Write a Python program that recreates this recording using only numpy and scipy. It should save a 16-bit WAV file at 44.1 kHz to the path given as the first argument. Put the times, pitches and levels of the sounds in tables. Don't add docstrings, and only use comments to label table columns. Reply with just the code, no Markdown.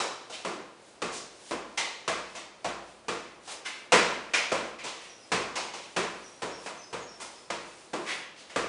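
import sys
import numpy as np
from scipy import signal
from scipy.fft import rfft, irfft, next_fast_len
from scipy.io import wavfile
from scipy.ndimage import uniform_filter1d

SR = 44100
rng = np.random.default_rng(int(sys.argv[2]) if len(sys.argv) > 2 else 0)


def bounce(signal):
    frames = np.transpose(np.atleast_2d(signal))
    limited = np.clip(frames, -1, 1)
    pcm = np.round(limited * 32767).astype(np.int16)
    wavfile.write(sys.argv[1], SR, pcm)


N = 382788
T = np.arange(next_fast_len(int(1.15 * SR), True)) / SR
FREQS = np.maximum(np.fft.rfftfreq(2 * len(T), 1 / SR), 1)

# (frequency [Hz], gain [dB])
SOLE_SPECTRUM = [(24, -42), (40, -26.5), (82, -14), (299, 2), (335, 3.5), (825, 3.5), (1060, 3.5),
                 (1690, -5.5), (2030, -2), (2560, -3), (3460, -5.5), (6600, -7.5), (10000, -16),
                 (13000, -68), (22000, -120)]


def undb(db):
    return 10 ** (np.asarray(db) / 20)


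def log_curve(hz, points):
    at, value = np.transpose(points)
    return np.interp(np.log(hz), np.log(at), value)


def shape(x, gain):
    cepstrum = irfft(np.log(gain + 1e-9))
    cepstrum[1:len(T)] *= 2
    cepstrum[len(T) + 1:] = 0
    return irfft(rfft(x, 2 * len(T)) * np.exp(rfft(cepstrum)))[:len(T)]


def resonance(hz, width_hz):
    return 1 / np.sqrt(1 + ((FREQS ** 2 - hz ** 2) / (FREQS * width_hz)) ** 2)


def level(x, db):
    return x * undb(db) / np.sqrt(uniform_filter1d(x ** 2, int(.03 * SR)).max())


def add(out, onset, x):
    start = max(int(onset * SR), 0)
    part = x[:max(N - start, 0)]
    out[start:start + len(part)] += part


def background(air_db=-56, rustle_db=-60, rustle_hz=4200, rustle_swing_db=5.0):
    # (frequency [Hz], gain [dB])
    air_spectrum = [(15, -43), (25, -27), (72, -11.5), (134, -8.5), (284, -4), (314, -2.5), (356, -1),
                    (458, -2.5), (560, -1), (619, -2.5), (4960, -22), (8600, -46), (10000, -48),
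                    (13000, -80), (22000, -120)]
    hz = np.maximum(np.fft.rfftfreq(N, 1 / SR), 1)
    air = irfft(rfft(rng.standard_normal(N)) * undb(log_curve(hz, air_spectrum)), N)
    cloth_band = np.interp(hz, FREQS, resonance(rustle_hz, 2 * rustle_hz))
    cloth = irfft(rfft(rng.standard_normal(N)) * cloth_band, N)
    knots = rng.standard_normal(size=70)
    movement = np.interp(np.linspace(0, len(knots) - 1, N), np.arange(len(knots)), knots)
    rustle = cloth / cloth.std() * undb(rustle_db + rustle_swing_db * movement)
    return air / air.std() * undb(air_db) + rustle


def shoes(heel_db=-3, boom_db=-10):
    # (time [s], level [dB], clap of a flat sole [dB], settling time [s])
    steps = [(0.001, -27.5, 1, 0.0026), (0.298, -42, -8, 0.0053), (1.775, -27.5, 8.5, 0.0077),
             (2.351, -40, 3.5, 0.019), (3.475, -42, 1.5, 0.049), (4.336, -21.5, 13, 0.0099),
             (4.786, -43, 15, .025), (4.838, -36.5, 0.5, 0.035), (5.555, -31, 2.5, 0.03),
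             (5.736, -39.5, 0, .017), (7.201, -41, 1.5, 0.021), (8.497, -46.5, 9, 0.0085)]
    out = np.zeros(N)
    tap = signal.unit_impulse(len(T))
    for onset, db, clap_db, settle_s in steps:
        thud_db = -5.5 - 0.24 * clap_db
        grit_db = 2.5 + 0.28 * clap_db
        landing = level(room(tap), heel_db) + crunch(np.exp(-T / settle_s), spots=2)
        colour = undb(log_curve(FREQS, SOLE_SPECTRUM)) * contact(thud_db, clap_db, grit_db)
        boom = undb(db + boom_db) * standing_waves(thud_db)
        add(out, onset, level(shape(landing, colour), db) + boom)
    return out


def contact(low_db, mid_db, high_db, low_hz=370, mid_hz=2100, high_hz=3400):
    low = 1 / (1 + (FREQS / low_hz) ** 6)
    mid = resonance(mid_hz, mid_hz) ** 2
    high = 1 / (1 + (high_hz / FREQS) ** 6)
    return undb(low_db * low + mid_db * mid + high_db * high)


def crunch(pressure, spots, grain_db=3.5):
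    out = 0
    for _ in range(spots):
        clicks = rng.standard_normal(len(T))
        sizes = undb(grain_db * np.minimum(rng.exponential(size=len(T)), 4))
        out = out + room(clicks * sizes * pressure)
    return level(out, 0)


def room(x, direct=5.4, early_s=.012, floor_s=0.00015, walls_s=0.0054, walls_boost=0.23):
    # (frequency [Hz], reverberation time T60 [s])
    decay_times = [(60, 0.5), (160, 0.89), (420, 0.66), (1100, 0.74), (2900, 0.71), (5500, 0.65),
                   (10000, 0.42)]
    centres, t60s = np.transpose(decay_times)
    density = np.clip(.25 + (T / early_s) ** 2 / 10, .01, 1)
    echoes = rng.standard_normal(len(T)) * (rng.random(len(T)) < density)
    echo_spectrum = rfft(echoes / np.sqrt(density))
    tail = 0
    for share, t60 in zip(np.eye(len(centres)), t60s):
        band = np.interp(np.log(FREQS[::2]), np.log(centres), share)
        tail = tail + irfft(echo_spectrum * band, len(T)) * undb(-60 * T / t60)
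    tail *= 1 - np.exp(-T / floor_s)
    tail *= 1 + walls_boost * T / walls_s * np.exp(1 - T / walls_s)
    tail[0] += direct
    return signal.fftconvolve(x, tail)[:len(T)]


def standing_waves(deep_db, deep_hz=200, swell_s=0.0067):
    # (frequency [Hz], relative level [dB], decay time T60 [s])
    room_modes = [(54, -32.5, 1.16), (84.1, -37, 0.77), (103.7, -31.5, 0.45), (125.1, -26.5, 0.6),
                  (176.8, -19, 0.51), (223.6, -24.5, 1.1), (342, -16.5, 0.96), (411, -15, 0.3),
                  (455, -14, 0.62), (496.4, -14.5, 0.8)]
    out = 0
    for hz, db, t60 in room_modes:
        wave = np.sin(2 * np.pi * (hz * T + rng.random())) * undb(-60 * T / t60)
        out = out + undb(db + deep_db * (hz < deep_hz) + 2 * rng.standard_normal()) * wave
    return out * (1 - np.exp(-T / swell_s))


def slides(body_db=-15, lowest_hz=250):
    # (time [s], duration [s], level [dB], centre frequency [Hz])
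    strokes = [(0.314, 0.039, -40, 3020), (1.105, 0.079, -39.5, 5600), (1.771, 0.016, -34, 3850),
               (3.646, 0.026, -34.5, 2250), (4.84, 0.06, -42.5, 2960), (4.983, 0.091, -48, 2560),
               (5.783, 0.075, -50, 3040), (7.197, .032, -43, 8000), (8.046, 0.087, -32, 2130),
               (8.343, 0.089, -50.5, 3500)]
    out = np.zeros(N)
    body = undb(body_db + log_curve(FREQS, SOLE_SPECTRUM))
    for onset, duration, db, hz in strokes:
        speed = np.sin(np.pi * np.minimum(T / duration, 1))
        width_hz = 1150 * (hz / 2240) ** 1.5
        rub = resonance(hz, width_hz) / (1 + (lowest_hz / FREQS) ** 2)
        add(out, onset, level(shape(crunch(speed, spots=3), rub + body), db))
    return out


def ball(kick_db=1.06, cavity_db=1, pock_db=3, ping_db=0.5, boom_db=-0.5, usual_touch_db=-27):
    # (time [s], relative level [dB], hardness [dB], deep room boom [dB], hollow pock [Hz])
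    touches = [(0.449, -32, -4.5, 0.5, 358), (1.019, -30.5, -1.5, 6.5, 406), (1.510, -31.5, -5, 3.5, 326),
               (2.078, -27.5, 3, 2, 640), (2.645, -30, -2.5, 4, 697), (3.083, -30, 1, 6, 450),
               (3.921, -16, 3.5, -2, 465), (4.518, -25, -2, 3.5, 540), (5.318, -25, 1.5, 8.5, 442),
               (5.964, -27, 0.5, 3.5, 393), (6.42, -33.5, -3.5, 6, 460), (6.661, -37.5, 1, -4, 670),
               (6.929, -35.5, -2.5, 9.5, 486), (7.502, -31, 2, 2, 590), (7.933, -32, -7, -6, 356),
               (8.56, -26, -2.5, 3, 465)]
    # (frequency [Hz], bandwidth [Hz], relative level [dB])
    cavity_modes = [(970, 21, -11), (1110, 26, -2.5), (1213, 45, 6.5), (1374, 12, 10), (2030, 15, -9),
                    (2073, 25, 1), (2350, 45, 0.5), (2450, 17, 2), (2590, 20, 11.5), (2590, 18, -4)]
    # (frequency [Hz], gain [dB])
    touch_spectrum = [(24, -72), (40, -43), (118, -15), (188, -2.5), (292, 1), (474, 2), (557, 2.5),
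                      (670, 2.5), (825, 0.5), (1170, -0.5), (1730, -0.5), (2560, -3.5), (3790, -8),
                      (7940, -13), (10000, -19), (13000, -90), (22000, -120)]
    out = np.zeros(N)
    push = signal.unit_impulse(len(T))
    body = undb(log_curve(FREQS, touch_spectrum))
    for onset, db, hardness, deep_db, pock_hz in touches:
        ping_hz = 1038 * 2 ** (.08 * rng.standard_normal())
        pock = undb(pock_db) * resonance(pock_hz, width_hz=85) ** 2
        ping = undb(ping_db) * resonance(ping_hz, width_hz=110) ** 2
        cavity = 0
        for hz, width_hz, mode_db in cavity_modes:
            strength = undb(cavity_db + mode_db + 1.2 * rng.standard_normal())
            cavity = cavity + strength * resonance(hz, width_hz) ** 2
        ringing = np.sqrt((1 + pock + ping) ** 2 + cavity)
        shell_db = -1 + 0.92 * hardness
        slap_db = 0.5 + 0.84 * hardness - 0.13 * (db - usual_touch_db)
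        colour = body * ringing * contact(low_db=-1, mid_db=shell_db, high_db=slap_db)
        boom = undb(db + boom_db) * standing_waves(deep_db)
        add(out, onset, level(shape(room(push), colour), db + kick_db) + boom)
    return out


def bird(note_s=0.056, fall=0.0484, trill_hz=120, trill_depth=0.025, hoarseness=0.11):
    # (time [s], starting pitch [Hz], level [dB])
    chirps = [(5.072, 5900, -54.5), (5.18, 5200, -59), (6.209, 5890, -53), (6.46, 6770, -57),
              (6.494, 5630, -50.5), (6.762, 6270, -52.5), (6.8, 5260, -53.5), (6.99, 6800, -54),
              (7.06, 5620, -52), (7.335, 5310, -57.5)]
    out = np.zeros(N)
    progress = np.minimum(T / note_s, 1)
    trill = trill_depth * np.sin(2 * np.pi * trill_hz * T)
    for onset, start_hz, db in chirps:
        jitter = hoarseness * uniform_filter1d(rng.standard_normal(len(T)), size=40)
        hz = start_hz * (1 - fall * progress) * (1 + trill + jitter)
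        note = np.sin(np.pi * progress) * np.sin(2 * np.pi * np.cumsum(hz) / SR)
        add(out, onset, level(room(note, direct=0), db))
    return out


def scene():
    return (ball() + shoes() + slides() + bird() + background())[None]


def record(dry):
    ceiling, cutoff_hz = .55, 10150
    lowpass = signal.ellip(12, .2, 80, cutoff_hz, fs=SR, output="sos")
    return signal.sosfilt(lowpass, ceiling * np.tanh(dry / ceiling))


dry = scene()
out = record(dry)
bounce(out)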